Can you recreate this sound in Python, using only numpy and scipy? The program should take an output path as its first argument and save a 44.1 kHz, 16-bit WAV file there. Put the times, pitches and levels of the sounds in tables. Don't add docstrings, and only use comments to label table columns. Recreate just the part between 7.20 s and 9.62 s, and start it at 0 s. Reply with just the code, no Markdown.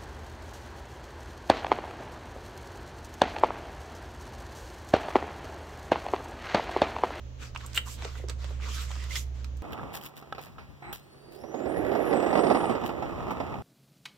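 import sys
import numpy as np
from scipy import signal
from scipy.fft import rfft, irfft
from scipy.io import wavfile
from scipy.ndimage import uniform_filter1d

SR = 44100
rng = np.random.default_rng(int(sys.argv[2]) if len(sys.argv) > 2 else 0)


def persist_wave(psi):
    counts = np.round(np.clip(psi, -1, 1) * 32767).astype(np.int16)
    wavfile.write(sys.argv[1], SR, np.atleast_2d(counts).T)


N = 106810


def undb(db):
    return 10 ** (np.asarray(db) / 20)


def unit(x):
    return x / np.sqrt(np.mean(x ** 2))


def blow(x, db):
    return x * undb(db) * np.sqrt(SR / 100 / np.sum(x ** 2))


def pan(db):
    return undb(np.array([[db], [-db]]) / 2)


def freqs(size):
    return np.maximum(np.arange(size // 2 + 1) * SR / size, 1)


def shape(points, hz):
    f, db = np.array(points, float).T
    return np.interp(np.log(hz), np.log(np.sort(f)), db)


def tint(x, db):
    return irfft(rfft(x) * undb(db), x.shape[-1])


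def response(db):
    cepstrum = irfft(np.log(undb(db)))
    half = len(cepstrum) // 2
    folded = np.r_[cepstrum[0], 2 * cepstrum[1:half], np.zeros(half)]
    return irfft(np.exp(rfft(folded)))


def hump(hz, centre_hz, octaves):
    distance = np.log2(hz / centre_hz) / octaves
    return -20 * np.log10(1 + distance ** 2)


def pop(decay_s, rattle_db, size=2048):
    t = np.arange(size) / SR
    x = rng.standard_normal(size) * np.exp(-t / max(decay_s, 1e-4))
    x *= undb(rattle_db) / np.sqrt(np.sum(x ** 2))
    x[0] = 1
    return x


def walk(rate):
    k = int(SR / rate)
    steps = np.repeat(rng.standard_normal(N // k + 1), k)
    return unit(uniform_filter1d(steps, k)[:N])


def add(out, s, x):
    i = max(int(s * SR), 0)
    out[:, i:i + x.shape[-1]] += x[..., :N - i]


# (frequency [Hz], level [dB])
AIR_SPECTRUM = [(20, -0.5), (38, 1.5), (60, 5), (130, -1.5), (180, -14), (230, -7), (300, -14.5),
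                (500, -14), (800, -22), (2000, -29.5), (3000, -29), (5000, -35.5), (6600, -31.5),
                (8800, -56.5), (15500, -48.5)]
AIR_DB = -48


def air():
    hz = freqs(N)
    mid, side = unit(tint(rng.standard_normal((2, N)), shape(AIR_SPECTRUM, hz)))
    width = shape([(100, 0.25), (1000, 1)], hz)
    side = tint(side, 20 * np.log10(width))
    return undb(AIR_DB) * np.array([mid + side, mid - side])


# (time [s], pitch [Hz], rms level before panning and wavering [dB])
HUM_COURSE = [(0, 68.1, -42.5), (.2, 66.9, -44.5), (.9, 66.6, -40), (1.0, 66.3, -37.5), (1.1, 65.4, -35.5),
              (1.3, 65.3, -34.5), (2.0, 65.3, -34.5), (2.42, 65.2, -36)]
MAINS_HZ, MAINS_DB, HUM_PAN_DB = 121.2, -49.5, -5


def hum():
    t = np.arange(N) / SR
    s, hz, db = np.array(HUM_COURSE).T
    phase = 2 * np.pi * np.cumsum(np.interp(t, s, hz)) / SR
    drone = undb(np.interp(t, s, db) + 0.35 * walk(8.25)) * np.sin(phase)
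    mains = undb(MAINS_DB + 0.46 * walk(5)) * np.sin(2 * np.pi * MAINS_HZ * t)
    return np.sqrt(2) * (drone + mains) * pan(HUM_PAN_DB)


ROOM_T60_S, ROOM_DB, EARLY_DB, EARLY_S = 0.24, -11.5, -7, 0.011


def room(x, size=16384):
    t = np.arange(size) / SR
    tail = rng.standard_normal((2, size)) * undb(-60 * t / ROOM_T60_S) * (t > .005)
    early = rng.standard_normal(size) * np.exp(-t / EARLY_S) * (t > .0002)
    early = early * np.array([[1], [-1]])
    echo = (undb(ROOM_DB) * unit(tail) + undb(EARLY_DB) * unit(early)) / np.sqrt(size)
    return x + signal.fftconvolve(x, echo, axes=1)[:, :N]


# (frequency [Hz], left minus right [dB])
SIDE_BALANCE = [(300, -1), (1200, 0), (2500, 1), (5000, -1), (8000, -2), (13000, -8)]


def shade(x):
    return tint(x, shape(SIDE_BALANCE, freqs(N)) * np.array([[.5], [-.5]]))


# (time [s], level over 10 ms before panning [dB], pitch [Hz])
STACK_BUMPS = [(.5765, -47.5, 510), (.8235, -47.5, 574), (.8490, -47.5, 690), (.8512, -37.5, 493),
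               (.9985, -49.5, 544), (1.0395, -38, 407), (1.0980, -45.5, 446), (1.2438, -48.5, 550),
               (1.3071, -47, 516)]
BUMP_OCTAVES, BUMP_DECAY_S, BUMP_RATTLE_DB = 0.37, 0.0096, -2


def bumps():
    hz, out = freqs(size=2048), np.zeros((2, N))
    soft = -10 * np.log10((1 + (hz / 2000) ** 2) * (1 + (220 / hz) ** 4))
    for s, db, pitch in STACK_BUMPS:
        body = response(hump(hz, pitch, BUMP_OCTAVES) + soft)
        knock = signal.fftconvolve(pop(BUMP_DECAY_S, BUMP_RATTLE_DB), body)
        add(out, s, blow(knock, db))
    return out * pan(db=-2.5)


# (start [s], length [s], level before swell and panning [dB], centre [Hz], width to -6 dB [octaves])
EDGE_SCRAPES = [(0.211, 0.041, -53.5, 1570, 0.2), (0.424, 0.046, -53, 1150, 0.35),
                (.547, 0.035, -38.5, 3110, 0.33), (0.544, 0.035, -43, 7740, 0.16),
                (0.546, 0.044, -46.5, 13000, 0.16), (.652, 0.054, -47.5, 1085, .25),
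                (0.935, 0.12, -59.5, 1980, 0.16), (1.404, 0.07, -48.5, 2210, .3),
                (1.447, 0.053, -50.5, 1200, 0.19), (1.478, .06, -49.5, 3020, 0.16),
                (1.537, 0.078, -47.5, 1410, 0.24), (1.735, 0.16, -56, 1990, 0.089),
                (1.903, .024, -40.5, 2090, 0.063), (1.954, 0.018, -40.5, 2000, 0.14),
                (1.952, 0.011, -36, 3320, 0.053), (1.951, 0.024, -41.5, 5200, 0.084)]
SLIPS_PER_S, SLIP_SPREAD_DB = 900, 3


def scrapes():
    size, out = 8192, np.zeros((2, N))
    t, hz = np.arange(size) / SR, freqs(size)
    for s, length, db, centre, octaves in EDGE_SCRAPES:
        slips = rng.random(size) < SLIPS_PER_S / SR
        slips = slips * undb(SLIP_SPREAD_DB * rng.standard_normal(size))
        ring = unit(tint(slips - slips.mean(), hump(hz, centre, octaves)))
        swell = np.sin(np.pi * np.minimum(t / length, 1))
        add(out, s, undb(db) * ring * swell)
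    return out * pan(db=-5.0)


# (time [s], level over 10 ms before panning [dB], centre [Hz],
# width to -6 dB [octaves], rattle time constant [s], left minus right [dB])
CREASE_POPS = [(0.3491, -45.5, 1210, 2.7, 0.0055, -10), (0.3597, -38, 1230, 0.57, 0.0019, -2.5),
               (0.3607, -37.5, 2600, 0.39, 0.004, -1.5), (0.3747, -54, 5540, 0.59, 0.0038, -8),
               (.4108, -52.5, 2040, 0.47, 0.0013, -3), (0.463, -46.5, 9300, .45, 0.0037, -2),
               (.5325, -52, 4630, 0.92, 0.0024, -10), (0.5472, -45, 10000, 1.1, .004, 1),
               (0.5746, -38, 8400, 0.24, 0.0048, -2), (.6780, -59, 2920, 1.3, .003, -22),
               (0.8228, -43, 1920, 1, 0.00085, 1), (0.8476, -45, 3050, 0.76, 0.0027, -12),
               (.8512, -43.5, 1620, 3.3, 0.0017, 6), (.9550, -48, 1390, 0.92, 0.0092, -3),
               (1.0857, -46.5, 5370, 0.46, 0.0013, -6), (1.097, -39, 4440, 1.04, 0.0048, -1.5),
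               (1.2440, -52.5, 3050, 1.4, 0.0027, -18), (1.4, -53, 1260, 0.49, 0.0042, -7),
               (1.7049, -47, 1100, 0.66, .002, -3), (1.7144, -43.5, 2100, 1.3, 0.0033, 0),
               (1.755, -50, 2200, 1.4, .001, 5), (1.7629, -47.5, 1700, 1.3, 0.0022, -3),
               (1.8400, -49, 3900, 2, .003, -3), (1.9220, -60, 2400, 0.55, 0.0016, -5),
               (1.9558, -37.5, 3700, 1.0, 0.0033, -5), (2.2447, -49, 3550, 0.86, 0.0028, -10.5),
               (2.3700, -62.5, 9200, 1.5, 0.0055, -6)]
# (frequency [Hz], level [dB])
CREASE_COLOUR = [(150, 4), (500, 13.5), (1200, 19), (2000, 6.5), (2800, 8), (5500, 6), (8300, 8.5),
                 (9900, -9.5), (13000, 2.5), (16000, -7)]
CRACKLE_DB = 6
CONTACT_RATIO = 4.1


def crinkles():
    hz, out = freqs(size=2048), np.zeros((2, N))
    for s, db, centre, octaves, decay, side in CREASE_POPS:
        contact = -10 * np.log10(1 + (hz / centre / CONTACT_RATIO) ** 4)
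        body = response(shape(CREASE_COLOUR, hz) + hump(hz, centre, octaves) + contact)
        crinkle = signal.fftconvolve(pop(decay, CRACKLE_DB), body)
        add(out, s, pan(side) * blow(crinkle, db))
    return out


# (time [s], level of the ring over 10 ms before panning [dB])
FLAP_SNAPS = [(.5640, -56), (0.5691, -36), (.5754, -28.5), (0.5772, -29), (0.5798, -33), (0.5809, -36.5)]
# (frequency [Hz], relative level before random spread [dB], T60 [s])
FLAP_MODES = [(480, -15.5, 0.052), (1373, -11, 0.051), (1540, -0.5, 0.0095), (1820, -10.5, 0.042),
              (1970, -6, 0.038), (2360, -17, 0.024), (2771, 5, 0.03), (3000, 0, 0.023), (3110, -8, 0.075),
              (3300, -14, .03), (3670, -3, 0.016), (7320, -13, 0.029), (8220, -8, 0.019)]
FLAP_CRACK_DB = -5


def flap():
    t, hz, out = np.arange(SR // 5) / SR, freqs(size=2048), np.zeros((2, N))
    body = response(hump(hz, centre_hz=2480, octaves=1.0) - 10 * np.log10(1 + (hz / 4000) ** 8))
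    for s, db in FLAP_SNAPS:
        ring = np.zeros(len(t))
        for f, level, t60 in FLAP_MODES:
            level_chance, phase_chance = rng.standard_normal(2)
            tone = np.sin(2 * np.pi * f * t + 2 * phase_chance)
            ring += undb(level + level_chance) * tone * undb(-60 * t / t60)
        add(out, s, blow(ring, db))
        crack = signal.fftconvolve(pop(decay_s=0.0043, rattle_db=3.5), body)
        add(out, s, blow(crack, db + FLAP_CRACK_DB))
    return out * pan(db=-1.0)


FLEX_DB, FLEX_PER_S = 2.2, 28


def flex(x):
    octave, out = np.log2(np.clip(freqs(N), 500, 16000) / 500), 0
    spectrum = rfft(x)
    for k in range(16):
        band = irfft(spectrum * np.maximum(1 - np.abs(3 * octave - k), 0), N)
        out = out + band * undb(FLEX_DB * walk(FLEX_PER_S))
    return out


# (start [s], rise [s], hold [s], fall [s],
# mid level before panning and wavering [dB], tilt above 400 Hz [dB per octave], left minus right [dB])
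SHEET_SLIDES = [(0.0, .02, 0.044, 0.087, -74, -5, -13), (0.179, 0.042, 0.029, 0.069, -51.5, -1.0, 0.5),
                (0.367, 0.041, 0.035, 0.19, -54, -2, -2), (0.538, 0.012, 0.029, 0.019, -46, -0.5, -4.5),
                (.645, 0.047, 0.033, 0.051, -47.5, 4.5, -2.5), (0.754, 0.06, 0.059, 0.042, -48, -2.7, -2),
                (0.864, 0.046, 0.068, 0.095, -55, -0.5, -2),
                (1.078, 0.0078, 0.012, 0.05, -49.5, -5.5, -8.5),
                (1.17, 0.052, 0.021, 0.19, -51.5, -2.5, -1), (1.385, 0.051, 0.051, 0.072, -47, -3, -0.5),
                (1.447, .10, 0.07, 0.073, -44.5, 2.05, -1.5), (1.618, 0.083, .14, 0.098, -51, -.8, -2.5),
                (1.879, 0.051, 0.04, 0.028, -42.5, 1, -4), (1.917, 0.039, 0.018, 0.073, -44.5, 6.5, -0.5),
                (2.131, 0.023, 0.017, 0.14, -60, -2.2, 1)]
# (frequency [Hz], level [dB])
PAPER_SPECTRUM = [(120, -4), (450, 0.5), (780, -6.5), (1050, 5), (1400, 3.5), (1750, 2.5), (3100, 3.5),
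                  (5000, 0), (7600, -1), (9600, -16), (13000, -15.5), (16000, -27)]
GRAINS_PER_S, GRAIN_SPREAD_DB, GRAIN_DB = 1300, 0.5, -1
GRIP_PER_S, GRIP_DB = 54.57, 0.8
SLIDE_WIDTH = 0.64


def slides():
    t, hz, out = np.arange(N) / SR, freqs(N), np.zeros((2, N))
    for start, rise, hold, fall, db, bright, side in SHEET_SLIDES:
        catches = rng.random((2, N)) < GRAINS_PER_S / SR
        signs = rng.choice([-1, 1], (2, N))
        strength = undb(GRAIN_SPREAD_DB * np.minimum(rng.exponential(size=(2, N)), 4))
        grains = catches * signs * strength
        rub = rng.standard_normal((2, N)) + undb(GRAIN_DB) * unit(grains)
        colour = shape(PAPER_SPECTRUM, hz) + bright * np.log2(np.maximum(hz, 400))
        mid, wide = unit(tint(rub, colour))
        stereo = np.array([mid + SLIDE_WIDTH * wide, mid - SLIDE_WIDTH * wide])
        push = np.interp(t, start + np.cumsum([0, rise, hold, fall]), [0, 1, 1, 0])
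        out += undb(db) * push * pan(side) * stereo
    return out * undb(GRIP_DB * walk(GRIP_PER_S))


def scene():
    contacts = bumps() + scrapes() + crinkles() + flap() + flex(slides())
    return air() + hum() + shade(room(contacts))


TOP_HZ = 15900


def record(dry):
    return signal.sosfilt(signal.ellip(10, .2, 80, TOP_HZ, fs=SR, output="sos"), dry)


dry = scene()
out = record(dry)
persist_wave(out)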